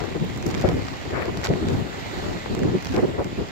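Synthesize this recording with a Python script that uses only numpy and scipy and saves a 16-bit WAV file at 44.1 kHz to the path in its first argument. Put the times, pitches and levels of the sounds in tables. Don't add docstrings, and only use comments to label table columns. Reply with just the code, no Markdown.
import sys
import numpy as np
from scipy import signal
from scipy.fft import rfft, irfft
from scipy.io import wavfile
from scipy.ndimage import uniform_filter1d

SR = 44100
rng = np.random.default_rng(int(sys.argv[2]) if len(sys.argv) > 2 else 0)


def to_wav(s):
    ch = np.atleast_2d(s).T
    pcm = np.round(np.clip(ch, -1, 1) * 32767)
    wavfile.write(sys.argv[1], SR, pcm.astype(np.int16))


N = 154791

# frequency in hertz, relative level in dB.
SHEET = [(200, -9), (600, 8.5), (1000, 5), (2000, 3.5), (3500, -4.5), (5800, -6.5), (7500, -14.5),
         (9000, -29.5), (12000, -26.5), (15500, -33.5)]
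SHEET_PIVOT_HZ = 5200


def amp(db):
    return 10 ** (np.asarray(db) / 20)


def evened(x):
    return x / np.sqrt(np.mean(x ** 2) + 1e-20)


def read(points, hz):
    f, value = np.transpose(points)
    return np.interp(np.log(hz + 1), np.log(f + 1), value)


def curve(table, column):
    rows = np.array(table)
    return np.interp(np.arange(N) / SR, rows[:, 0], rows[:, column])


def colour(x, points, tilt_db=0., pivot_hz=SHEET_PIVOT_HZ):
    hz = np.fft.rfftfreq(x.shape[-1], 1 / SR)
    octaves = np.log2(np.maximum(hz / pivot_hz, .5))
    gain = amp(read(points, hz) + tilt_db * octaves)
    return irfft(rfft(x) * gain, x.shape[-1])


def clicks(per_s, spread_db, channels=2):
    chance, size, sign = rng.random((3, channels, N))
    struck = chance < per_s / SR
    excess_db = spread_db * np.minimum(-np.log(size + 1e-9), 4)
    return struck * np.sign(sign - .5) * amp(excess_db)


def sides(pan_db):
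    return amp(np.array([pan_db / 2, -pan_db / 2]))


def bursts(rows, spectrum, pivot_hz, grain, skew, power, size):
    vary_db = 3.5
    out = np.zeros((2, N + size))
    t = np.arange(size) / SR
    noises = rng.standard_normal((len(rows), 2, size))
    for noise, (s, db, pan_db, length, tilt_db) in zip(noises, rows):
        own = [(hz, level + vary_db * chance)
               for (hz, level), chance in zip(spectrum, noise[0, ::-1])]
        phase = np.clip(t / max(length, 1e-3), 0, 1) ** skew
        swell = np.sin(np.pi * phase).clip(0) ** power
        spiky = noise * abs(noise) ** grain
        burst = swell * colour(spiky, own, tilt_db, pivot_hz)
        burst = burst / np.sqrt((burst ** 2).sum(1, keepdims=True) / (swell ** 2).sum())
        at = max(round(s * SR), 0)
        out[:, at:at + size] += amp(db) * sides(pan_db)[:, None] * burst
    return out[:, :N]


def surf():
    # frequency in hertz, relative level in dB per hertz
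    hiss_spectrum = [(200, -5), (500, -7), (750, 2), (1000, -4.5), (1550, -7), (1750, -4.5), (1950, -2.5),
                     (2350, -7), (3000, -9), (4300, -11.5), (5800, -20.5), (7100, -17), (8000, -24.5),
                     (9000, -38.5), (12000, -31), (15600, -35)]
    # time in seconds, level in dB before a final 3 dB lift
    level_points = [(0, -41.5), (.5, -41), (1.0, -41), (1.5, -40.5), (1.85, -40.5), (2.15, -38),
                    (2.45, -40), (2.8, -41), (3.1, -41.5), (3.51, -42)]
    # frequency in hertz, left minus right in dB
    balance_points = [(180, -12), (550, 3), (1650, -2), (4970, -7), (15000, -3)]
    likeness_points = [(300, 0.11), (1000, 0.48), (2000, 0.74), (4000, 0.09), (8000, 0.2)]
    lead_s, patch_db = .00041, 1.37
    brighten = 0.27
    window, hop = 1024, 256
    frames, hz = N // hop + 5, np.fft.rfftfreq(window, 1 / SR)

    a, b, c, d, patches = rng.standard_normal((frames, len(hz), 5)).T
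    patches = evened(uniform_filter1d(uniform_filter1d(patches, 14, 0), 12, 1))

    same = np.clip(read(likeness_points, hz), 0, 1)[:, None]
    left = a + 1j * b
    late = np.exp(-2j * np.pi * hz * lead_s)[:, None]
    right = same * late * left + np.sqrt(1 - same ** 2) * (c + 1j * d)
    spectra = np.array([left, right])
    spectra *= amp(read(hiss_spectrum, hz)[:, None] + patch_db * patches)
    spectra *= sides(read(balance_points, hz))[:, :, None]

    level_db = curve(level_points, column=1)
    frame_db = level_db[np.minimum(np.arange(frames) * hop, N - 1)]
    octaves = np.log2(hz / 2000 + .1)
    spectra *= amp(brighten * np.outer(octaves, frame_db - frame_db.mean()))
    hiss = signal.istft(spectra, nperseg=window, noverlap=window - hop)[1][:, :N]
    return amp(level_db) * evened(hiss) * np.sqrt(2)


def wind():
    # time in seconds, strength in dB before a final 3 dB lift, left minus right in dB,
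    # sharpness in dB (extra level of the small eddies)
    gusts = [(0, -38, 11.5, 9.5), (.2, -30.5, 6.5, -6), (.35, -30.5, 2, -5), (.55, -28.5, -3, -0.5),
             (.75, -22.5, 5.5, -8.5), (.96, -37.5, 0.5, -3.5), (1.1, -31, 5, 3), (1.3, -30, 4.5, -3),
             (1.44, -32.5, 5.5, 2), (1.58, -30.5, 4.5, 1), (1.78, -22.5, 4.5, -5.5), (1.9, -40.5, 7.5, 5),
             (2.08, -35.5, -4.5, -1), (2.28, -31.5, 5, 4), (2.43, -39.5, 4, 4.5), (2.6, -33, -2, 2.5),
             (2.77, -30, 1, -1), (2.82, -34, -3.5, -5), (2.95, -22.5, -1.5, -11.5), (3.12, -33, 9, -5.5),
             (3.38, -30.5, 0, -2), (3.51, -42, 2, 3.5)]
    # frequency in hertz, relative level in dB
    rumble = [(25, -24), (50, -4.5), (100, 2.5), (200, -2.5), (300, -5), (500, -52.5)]
    flutter = [(60, -2), (150, -4.5), (280, -5.5), (370, -1), (480, -8), (800, -16), (1500, -22.5),
               (4000, -75)]
    rumble_db, flutter_db = -4.5, -3.4
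    eddies_per_s, spread_db = 1400, 1.5
    lump_db, lump_s = 2.46, 0.01

    width = round(lump_s * SR)
    drift = rng.standard_normal((2, N))
    lumps = evened(uniform_filter1d(uniform_filter1d(drift, width), width))
    lump_gain = amp(lump_db * lumps)
    big = evened(colour(clicks(eddies_per_s, spread_db) * lump_gain, rumble))
    small = evened(colour(clicks(eddies_per_s, spread_db) * lump_gain, flutter))
    mix = amp(rumble_db) * big + amp(flutter_db + curve(gusts, column=3)) * small
    strength = np.sqrt(2) * amp(curve(gusts, column=1))
    return strength * sides(curve(gusts, column=2)) * mix


def puffs():
    # start in seconds, peak level in dB, left minus right in dB, length in seconds,
    # tilt in dB per octave
    buffets = [(.008, -35, 15.5, 0.047, 2.5), (.146, -24.5, 4.5, 0.042, -2.5), (.205, -21, 2, 0.077, -16.5),
               (.455, -22.5, 4, 0.066, -12.5), (.638, -15, 9.5, 0.031, -3.5), (.662, -20, -5, 0.071, -6),
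               (.722, -27, -1, 0.13, -8.5), (1.13, -27.5, 7, 0.12, 0.5), (1.217, -26.5, 7.5, .02, 5),
               (1.235, -30.5, 4, 0.063, 1), (1.278, -22.5, 2, .03, -3.5), (1.341, -38, 13, .012, 3),
               (1.485, -17, 2, 0.067, -8), (1.55, -27, 5, 0.04, -8), (1.595, -23, 0, 0.11, -18.5),
               (1.68, -26, 2.5, 0.075, -5.5), (1.775, -30.5, 1, 0.05, -14), (2.27, -33.5, 2, 0.095, -4.5),
               (2.46, -25, 10, 0.0039, -2), (2.495, -23.5, 2.5, 0.078, -12.5),
               (2.565, -23.5, -0.5, 0.065, -9), (2.612, -19.5, -1, 0.046, -10.5),
               (2.646, -15, -1, 0.024, -8.5), (2.668, -20.5, 1, 0.046, -8.5),
               (2.71, -23.5, 4.5, 0.087, -11.5), (2.743, -15, -3, 0.021, -12.5),
               (2.938, -22.5, 6.5, 0.084, -3), (2.968, -17.5, -0.5, 0.05, -0.5),
               (3.022, -15, -4, 0.045, -6.5), (3.065, -27, 3, 0.076, -5), (3.135, -29.5, 4, 0.055, -3),
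               (3.18, -20.5, 0, 0.055, -6.5), (3.245, -26.5, 2, 0.038, -5), (3.385, -24.5, 6, 0.06, -8.5)]
    # frequency in hertz, relative level in dB
    buffet_spectrum = [(30, -24), (70, -11), (130, -6.5), (250, -3), (370, 5), (550, -1), (1000, -10),
                       (2000, -18.5), (4000, -42), (8000, -62)]
    return bursts(buffets, buffet_spectrum, pivot_hz=366, grain=.55, skew=.6, power=.9, size=8192)


def crackle():
    # time in seconds, rustle level in dB
    rustle = [(0, -40), (.18, -44), (.3, -43), (.45, -49), (.6, -35), (.75, -43), (.95, -40), (1.2, -47),
              (1.33, -65), (1.45, -29), (1.54, -55), (1.72, -38.5), (1.85, -58), (2.0, -42), (2.15, -47),
              (2.28, -42), (2.45, -47), (2.62, -50), (2.78, -47), (2.97, -37), (3.15, -64), (3.51, -42)]
    creases_per_s, spread_db, pan_db = 370, 3.5, -1.5
    crease_s = 0.00083
    tilts_db = (-3.5, 3)

    t = np.arange(-400, 400) / SR
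    crease = np.exp(-abs(t) / crease_s)[None]
    trains = abs(clicks(creases_per_s, spread_db, channels=len(tilts_db)))
    folds = signal.oaconvolve(trains, crease, "same")
    noise = np.zeros((2, N))
    for fold, tilt_db in zip(folds, tilts_db):
        noise += evened(colour(fold * rng.standard_normal((2, N)), SHEET, tilt_db))
    return amp(curve(rustle, column=1)) * sides(pan_db)[:, None] * evened(noise)


def snaps():
    # start in seconds, peak level in dB, tilt in dB per octave, length in seconds
    snap_rows = [(0.246, -43, 22, 0.0045), (0.36, -36, 10, 0.0035), (0.373, -33.5, 7, 0.008),
                 (0.425, -31, 3, 0.0046), (0.4615, -30.5, 9.5, 0.012), (0.477, -37, 13, 0.006),
                 (0.489, -32.5, 10, 0.0042), (0.5, -33, 8, 0.012), (0.511, -36, 7, 0.0096),
                 (0.5417, -24.5, -2, 0.0042), (0.5484, -23, 4, 0.0034), (0.602, -34.5, 4, 0.0065),
                 (0.612, -28, 7, 0.0027), (0.629, -37, -30, 0.0045), (0.6878, -22, 6, 0.0053),
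                 (0.8836, -26, -0.5, 0.0041), (1.211, -25, 4, 0.0025), (1.255, -31, 9, 0.0032),
                 (1.372, -27, 6, 0.0037), (1.43, -37, 3, 0.011), (1.438, -25, 2, 0.006),
                 (1.442, -25.5, 7, 0.01), (1.4481, -22.5, 2, 0.0086), (1.458, -24.5, 3.5, 0.009),
                 (1.469, -23, 2, 0.0061), (1.489, -27, 3, 0.0043), (1.537, -22, -4, 0.0015),
                 (1.6841, -29, 1, 0.0056), (2.549, -28.5, 6, 0.0047), (2.591, -29.5, 6, 0.0043),
                 (2.633, -26, 6, 0.0032), (2.824, -35, 8, 0.0057), (2.846, -32, 7, 0.0063),
                 (2.854, -32, 5, 0.0079), (2.868, -27.5, 5.5, 0.0065), (2.9414, -41, 11, 0.0083),
                 (2.963, -24, 0, 0.0036), (3.243, -32.5, 5, 0.0049)]
    pan_db = -2.5
    rows = [(s, db, pan_db, length, tilt_db) for s, db, tilt_db, length in snap_rows]
    return bursts(rows, SHEET, SHEET_PIVOT_HZ, grain=0.42, skew=0.65, power=2.7, size=2048)


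def scene():
    return surf() + wind() + puffs() + crackle() + snaps()


def record(dry):
    low_cut_hz, edge_hz, ceiling = 40, 15780, .8
    high_pass = signal.butter(2, low_cut_hz, "high", fs=SR, output="sos")
    thinned = signal.sosfilt(high_pass, dry)
    soft = ceiling * np.tanh(thinned / ceiling)
    low_pass = signal.firwin(1023, edge_hz, window=("kaiser", 9), fs=SR)
    return signal.oaconvolve(soft, low_pass[None], "same")


dry = scene()
out = record(dry)
to_wav(out)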